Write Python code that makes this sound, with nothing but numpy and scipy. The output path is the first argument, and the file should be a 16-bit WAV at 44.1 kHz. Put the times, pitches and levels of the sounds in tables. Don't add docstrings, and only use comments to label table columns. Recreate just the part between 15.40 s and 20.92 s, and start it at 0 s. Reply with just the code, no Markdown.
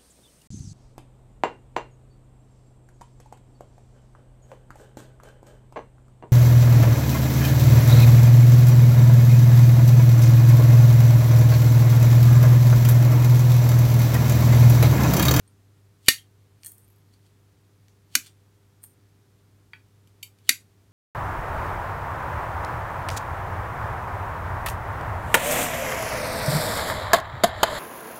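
import sys
import numpy as np
from scipy import signal
from scipy.fft import rfft, irfft, next_fast_len
from scipy.io import wavfile

SR = 44100
rng = np.random.default_rng(int(sys.argv[2]) if len(sys.argv) > 2 else 0)


def unload_wav(signal):
    wavfile.write(
        sys.argv[1],
        SR,
        np.round(np.clip(np.atleast_2d(signal).T, -1, 1) * 32767).astype(np.int16),
    )


N = 243431
TIME_S = np.arange(N) / SR
RING_TIME_S = np.arange(SR // 3) / SR


def undb(db):
    return 10 ** (np.asarray(db) / 20)


def unit_rms(x):
    return x / np.sqrt(np.mean(x ** 2))


def decay(t60_s):
    return np.exp(-np.log(1000) * RING_TIME_S / t60_s)


def attack(rise_s):
    return 1 - np.exp(-RING_TIME_S / rise_s)


def swell(peak_s, db, rise_s, fall_s, hold_s=0):
    before_s = np.maximum(peak_s - TIME_S, 0)
    after_s = np.maximum(TIME_S - peak_s - hold_s, 0)
    return undb(db - 20 * (before_s / rise_s + after_s / fall_s))


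def add(out, start_s, x):
    i = int(start_s * SR)
    out[i:i + len(x)] += x[:len(out) - i]


def contour(points):
    hz, db = np.transpose(points)
    return lambda f: np.interp(np.log(f), np.log(hz), db)


def colour(x, db_at):
    size = next_fast_len(len(x))
    hz = np.maximum(np.fft.rfftfreq(size, 1 / SR), 1)
    spectrum = rfft(x, size) * undb(db_at(hz))
    return unit_rms(irfft(spectrum, size)[:len(x)])


def burst(db_at, t60_s):
    envelope = decay(t60_s)
    noise = colour(rng.standard_normal(len(RING_TIME_S)), db_at)
    return unit_rms(noise * envelope) * np.sqrt(np.mean(envelope ** 2))


def ring(modes):
    return sum(rng.choice([-1, 1]) * undb(db) * decay(t60_s) * np.sin(2 * np.pi * hz * RING_TIME_S)
               for hz, t60_s, db in modes)


def small_part(x, edge_hz):
    return signal.sosfilt(signal.butter(4, edge_hz, "high", fs=SR, output="sos"), x)


# frequency in Hz, relative level in dB.
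ROOM_SPECTRUM = [(100, -2), (300, 2), (600, -1), (1500, -2), (4000, -2), (8000, -1), (16000, -1.5)]

def in_room(x, wet_db, t60_s=0.175, build_s=0.0084):
    tail = burst(contour(ROOM_SPECTRUM), t60_s) * (1 - np.exp(-(RING_TIME_S / build_s) ** 2))
    tail /= np.sqrt(np.sum(tail ** 2))
    return x + undb(wet_db) * signal.fftconvolve(x, tail)[:len(x)]


# frequency in Hz, relative level in dB.
AIR_SPECTRUM = [(15, -53), (25, -23.5), (48, -13), (72, -11.5), (102, -5), (190, -13.5), (344, -17.5),
                (394, -19), (545, -24.5), (1330, -28), (2910, -33.5), (3250, -33), (9070, -37),
                (14800, -40), (16000, -47.5)]

def room_air(rms_db=-63):
    return undb(rms_db) * colour(rng.standard_normal(N), contour(AIR_SPECTRUM))


# frequency in Hz, rms level in dB.
HUM_PARTIALS = [(100.1, -60), (150.2, -77), (200.2, -81.5), (300.3, -80.5), (400.4, -75.5), (500.5, -84)]

def mains_hum():
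    return sum(np.sqrt(2) * undb(db) * np.sin(2 * np.pi * (hz * TIME_S + rng.random()))
               for hz, db in HUM_PARTIALS)


def crackle(envelope, spectrum, clicks_per_s, spread_db, room_db):
    clicks = (rng.random(N) < clicks_per_s / SR) * rng.choice([-1, 1], N)
    sizes = undb(spread_db * rng.standard_normal(N))
    return in_room(envelope * colour(clicks * sizes, contour(spectrum)), room_db)


# frequency in Hz, relative level in dB.
SCRAPE_SPECTRUM = [(1000, -9), (4300, -14.5), (6500, -31), (8000, -3), (8900, 14.5), (10200, -9),
                   (11300, -3), (13000, 2), (16000, -12)]
SQUEAK_SPECTRUM = [(9000, -15), (11000, -5), (12400, 2), (13200, -9), (16000, -12)]
# start in seconds, length in seconds, level in dB.
SWINGS = [(1.227, 0.22, -46), (3.425, 0.096, -45.5)]

def hinge(breakaway_share=0.14, easing_share=0.39, glide_db=-21):
    force = np.zeros(N)
    for start_s, length_s, db in SWINGS:
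        rise_s = breakaway_share * length_s
        free_s = start_s + rise_s
        breakaway = swell(free_s, db, rise_s, fall_s=easing_share * length_s)
        glide = swell(free_s, db + glide_db, rise_s, fall_s=0.036, hold_s=length_s - rise_s)
        force += np.maximum(breakaway, glide)
    settling = swell(peak_s=1.52, db=-69, rise_s=0.16, fall_s=0.18)
    scrape = crackle(force, SCRAPE_SPECTRUM, clicks_per_s=2200, spread_db=6, room_db=-17)
    squeak = crackle(settling, SQUEAK_SPECTRUM, clicks_per_s=1300, spread_db=8, room_db=-10)
    return scrape + squeak


def taps(events, modes, t60_s, width_octaves, edge_hz, floor_db=-32, contact_s=0.0002):
    ticks, rings = np.zeros((2, N))
    onset = attack(contact_s)
    for start_s, tick_db, ring_db, centre_hz in events:
        def band_db(hz):
            bell = np.exp(-0.5 * (np.log2(hz / centre_hz) / width_octaves) ** 2)
            return 20 * np.log10(bell + undb(floor_db))
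        tick = burst(band_db, t60_s)
        add(ticks, start_s, undb(tick_db) * small_part(onset * tick, edge_hz))
        add(rings, start_s, undb(ring_db) * small_part(onset * ring(modes), edge_hz))
    return in_room(ticks, wet_db=-5) + in_room(rings, wet_db=-11)


# frequency in Hz, t60 in seconds, relative level in dB.
OPEN_MODES = [(1825, 0.027, 1.5), (3300, 0.059, -5), (4340, 0.041, 1.5), (5300, 0.032, -7),
              (5900, 0.031, -23), (6600, .035, -10), (8300, 0.037, 9), (8600, 0.028, 11), (9460, 0.06, 7)]
SEATED_MODES = [(2200, 0.045, -6), (2370, 0.072, -2.5), (2930, 0.02, 6), (3100, .022, 3.5),
                (3644, 0.028, -1.5), (4570, .033, 2), (5400, 0.023, -9), (5900, 0.018, -9.5),
                (6558, .025, -7.5), (7300, 0.03, -2), (7900, 0.043, -3), (9500, 0.042, -1),
                (11056, .025, -4.5), (11800, 0.056, -5), (12256, .06, -3.5), (12646, .04, -4)]
BOARD_MODES = [(890, 0.092, -6), (1500, 0.12, -1), (1700, .035, 8.5), (2070, 0.0089, 12),
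               (1960, 0.023, 13.5), (2230, 0.023, 0), (2530, 0.038, -2), (3255, 0.043, 6.5),
               (4600, 0.035, 2)]
# start in seconds, tick level in dB, ring gain in dB, tick centre in Hz.
HINGE_CATCHES = [(0.0765, -62, -66.5, 8900), (1.247, -38, -53, 10000), (1.2608, -31, -53, 9200),
                 (1.2665, -29.5, -50, 10600), (1.318, -36.5, -65, 11300), (1.3813, -45, -73, 11300),
                 (3.4317, -42, -70, 11500), (3.4387, -35.5, -60, 11780)]
LEAD_TOUCHES = [(0.662, -36, -58, 9300), (0.669, -48.5, -49.5, 5000), (1.2335, -37, -56.5, 3850),
                (2.483, -49, -71, 2950), (4.6734, -54, -66.5, 4000), (4.8278, -34, -48, 10100),
                (4.8304, -34, -38, 8600), (4.987, -54.5, -68, 3200)]
BOARD_KNOCKS = [(4.334, -34, -49, 2080)]
JAW_CLINKS = [(0.7822, -44, -68, 3120), (1.737, -59, -78.5, 4400), (2.868, -52, -59, 3400),
              (5.206, -60, -69, 4600)]

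def handling():
    return (taps(HINGE_CATCHES, OPEN_MODES, t60_s=0.013, width_octaves=0.45, edge_hz=980)
            + taps(LEAD_TOUCHES, SEATED_MODES, t60_s=0.0071, width_octaves=1.0, edge_hz=1350)
            + taps(BOARD_KNOCKS, BOARD_MODES, t60_s=0.013, width_octaves=0.39, edge_hz=730)
            + taps(JAW_CLINKS, OPEN_MODES, t60_s=0.031, width_octaves=0.092, edge_hz=1800))


def before_snips(re_crack_db, rise_s):
    return sum(swell(cut_s, crack_db + re_crack_db, rise_s, fall_s=0.0054)
               for cut_s, crack_db, *_ in CUTS)


# frequency in Hz, relative level in dB.
HISS_SPECTRUM = [(500, -15), (2000, -7), (3350, 1), (3900, -4), (4450, 2), (5200, -6.5), (6900, -4.5),
                 (8900, -3), (10500, -10), (16000, -13.5)]
# peak time in seconds, level in dB.
STUB_SLIDES = [(1.74, -67), (1.865, -66.5), (2.869, -49.5)]

def slides_and_hiss():
    sliding = sum(swell(peak_s, db, rise_s=0.055, fall_s=0.033) for peak_s, db in STUB_SLIDES)
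    hiss_swell = before_snips(re_crack_db=-50.5, rise_s=0.05)
    return crackle(hiss_swell + sliding, HISS_SPECTRUM, clicks_per_s=2700, spread_db=3, room_db=-10)


# frequency in Hz, relative level in dB.
CREAK_SPECTRUM = [(2000, -30), (2850, -16), (3080, 0), (3300, -16), (5000, -35.5)]

def jaw_creak():
    load = before_snips(re_crack_db=-41, rise_s=0.017)
    return crackle(load, CREAK_SPECTRUM, clicks_per_s=1400, spread_db=6, room_db=-12)


def overload_thump(start_s=0.685, peak_db=-9, length_s=0.0013):
    out = np.zeros(N)
    add(out, start_s, undb(peak_db) * np.sin(np.pi * np.minimum(RING_TIME_S / length_s, 1)))
    return out


# frequency in Hz, t60 in seconds, relative level in dB.
TABLE_MODES = [(244, 0.1, 0), (304, 0.089, -0.5), (713.7, .06, -8)]

def table_bump(gain_db):
    return undb(gain_db) * ring(TABLE_MODES) * attack(rise_s=0.01)


# frequency in Hz, t60 in seconds, then relative level in dB
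JAW_MODES = [(1205, .045, -22, -28, -27), (1457, 0.032, -28, -32.5, 3.5), (1600, 0.03, -15.5, -6.5, 1.5),
             (1838, 0.08, -2.5, -9, -30.5), (1926, 0.05, -12, -8.5, -35), (2000, .04, -10, -4, -4),
             (2138, 0.12, -16.5, -13, -18), (2357, .05, -9.5, -8, -11), (2470, 0.066, -8.5, -4.5, -10),
             (2877, .045, 3, -8, -12), (2917, 0.052, -8.5, -16.5, -20), (3532, 0.085, -8.5, -18, -15),
             (3720, 0.03, -6, 0.5, -11.5), (3895, .04, -18.5, -9.5, -12), (4100, .045, -6, -6.5, -16),
             (4360, 0.061, -12.5, -19.5, -15.5), (4513, 0.037, -12, 2.5, 3), (4609, 0.046, 4, -21.5, -3.5),
             (5540, 0.052, -15, -10.5, -1.5), (5919, .045, -12.5, -4.5, -15.5),
             (6460, 0.025, -9.5, -13, -12), (6500, 0.041, -4.5, -16, 5.5), (6930, 0.016, -8, -1.5, -5.5),
             (7550, .04, -14.5, -18.5, -0.5), (9200, .05, -14, -2.5, 1), (9630, 0.045, -12, -9, -23),
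             (10840, 0.023, -7, -28, -17.5), (11540, 0.073, -8, -6, -10), (12320, .05, -13.5, -7, -2.5),
             (12870, .05, -15, -14.5, -8)]

def jaw_ring(bite, gain_db, trim_db=-9):
    modes = [(hz, t60_s, np.interp(bite, [0, 0.5, 1], levels_db)) for hz, t60_s, *levels_db in JAW_MODES]
    return undb(gain_db + trim_db) * small_part(ring(modes), edge_hz=1050)


# frequency in Hz, relative level in dB.
CRACK_SPECTRUM = [(100, -9), (700, -10), (1500, -5), (2500, 3.5), (4500, 0.5), (7000, 2.5), (10000, -2),
                  (12500, -1), (14000, -7.5), (16000, -11)]

def crack(db, t60_s, edge_hz, tilt_db_per_octave, bass_db=-15, edge_octaves=0.45, pivot_hz=4000):
    def spectrum_db(hz):
        below_edge = np.clip(np.log2(edge_hz / hz) / edge_octaves, 0, 1)
        tilt_db = tilt_db_per_octave * np.log2(np.maximum(hz, edge_hz) / pivot_hz)
        return contour(CRACK_SPECTRUM)(hz) + bass_db * below_edge + tilt_db
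    fracture = burst(spectrum_db, t60_s) * attack(rise_s=0.00049)
    return undb(db) * small_part(fracture, 0.6 * edge_hz)


# time in seconds, crack level in dB, crack t60 in seconds, low edge in Hz,
# tilt in dB per octave, jaw gain in dB, bite from 0 (tip) to 1 (throat), table gain in dB,
# base room send in dB, split level in dB.
CUTS = [(0.6846, 3.5, .02, 1300, 0, -0.9, 0.02, -31.5, -13, -6.5),
        (2.7526, -3, .015, 1243, 0.85, -9, 0.9, -31.5, -14.5, -35.5),
        (5.0920, -2, 0.016, 1590, -1.8, -5.5, .5, -33.5, -14, -26)]

def snips(split_ahead_s=0.0015, split_t60_s=0.02):
    out = np.zeros(N)
    for cut_s, crack_db, t60_s, edge_hz, tilt, jaw_db, bite, table_db, room_db, split_db in CUTS:
        crack_wet_db, jaw_wet_db = room_db + 1.5, room_db - 3
        split = crack(split_db, split_t60_s, edge_hz, tilt)
        add(out, cut_s - split_ahead_s, in_room(split, crack_wet_db))
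        parting = crack(crack_db, t60_s, edge_hz, tilt)
        add(out, cut_s, in_room(parting, crack_wet_db))
        add(out, cut_s, in_room(jaw_ring(bite, jaw_db), jaw_wet_db))
        add(out, cut_s, table_bump(table_db))
    return out


def scene():
    cutters = snips() + handling() + hinge() + slides_and_hiss() + jaw_creak()
    return (cutters + overload_thump() + mains_hum() + room_air())[None]


def record(dry, ceiling=0.88, top_hz=16200):
    lowpass = signal.ellip(10, 0.2, 80, top_hz, fs=SR, output="sos")
    return signal.sosfilt(lowpass, np.clip(dry, -ceiling, ceiling))


dry = scene()
out = record(dry)
unload_wav(out)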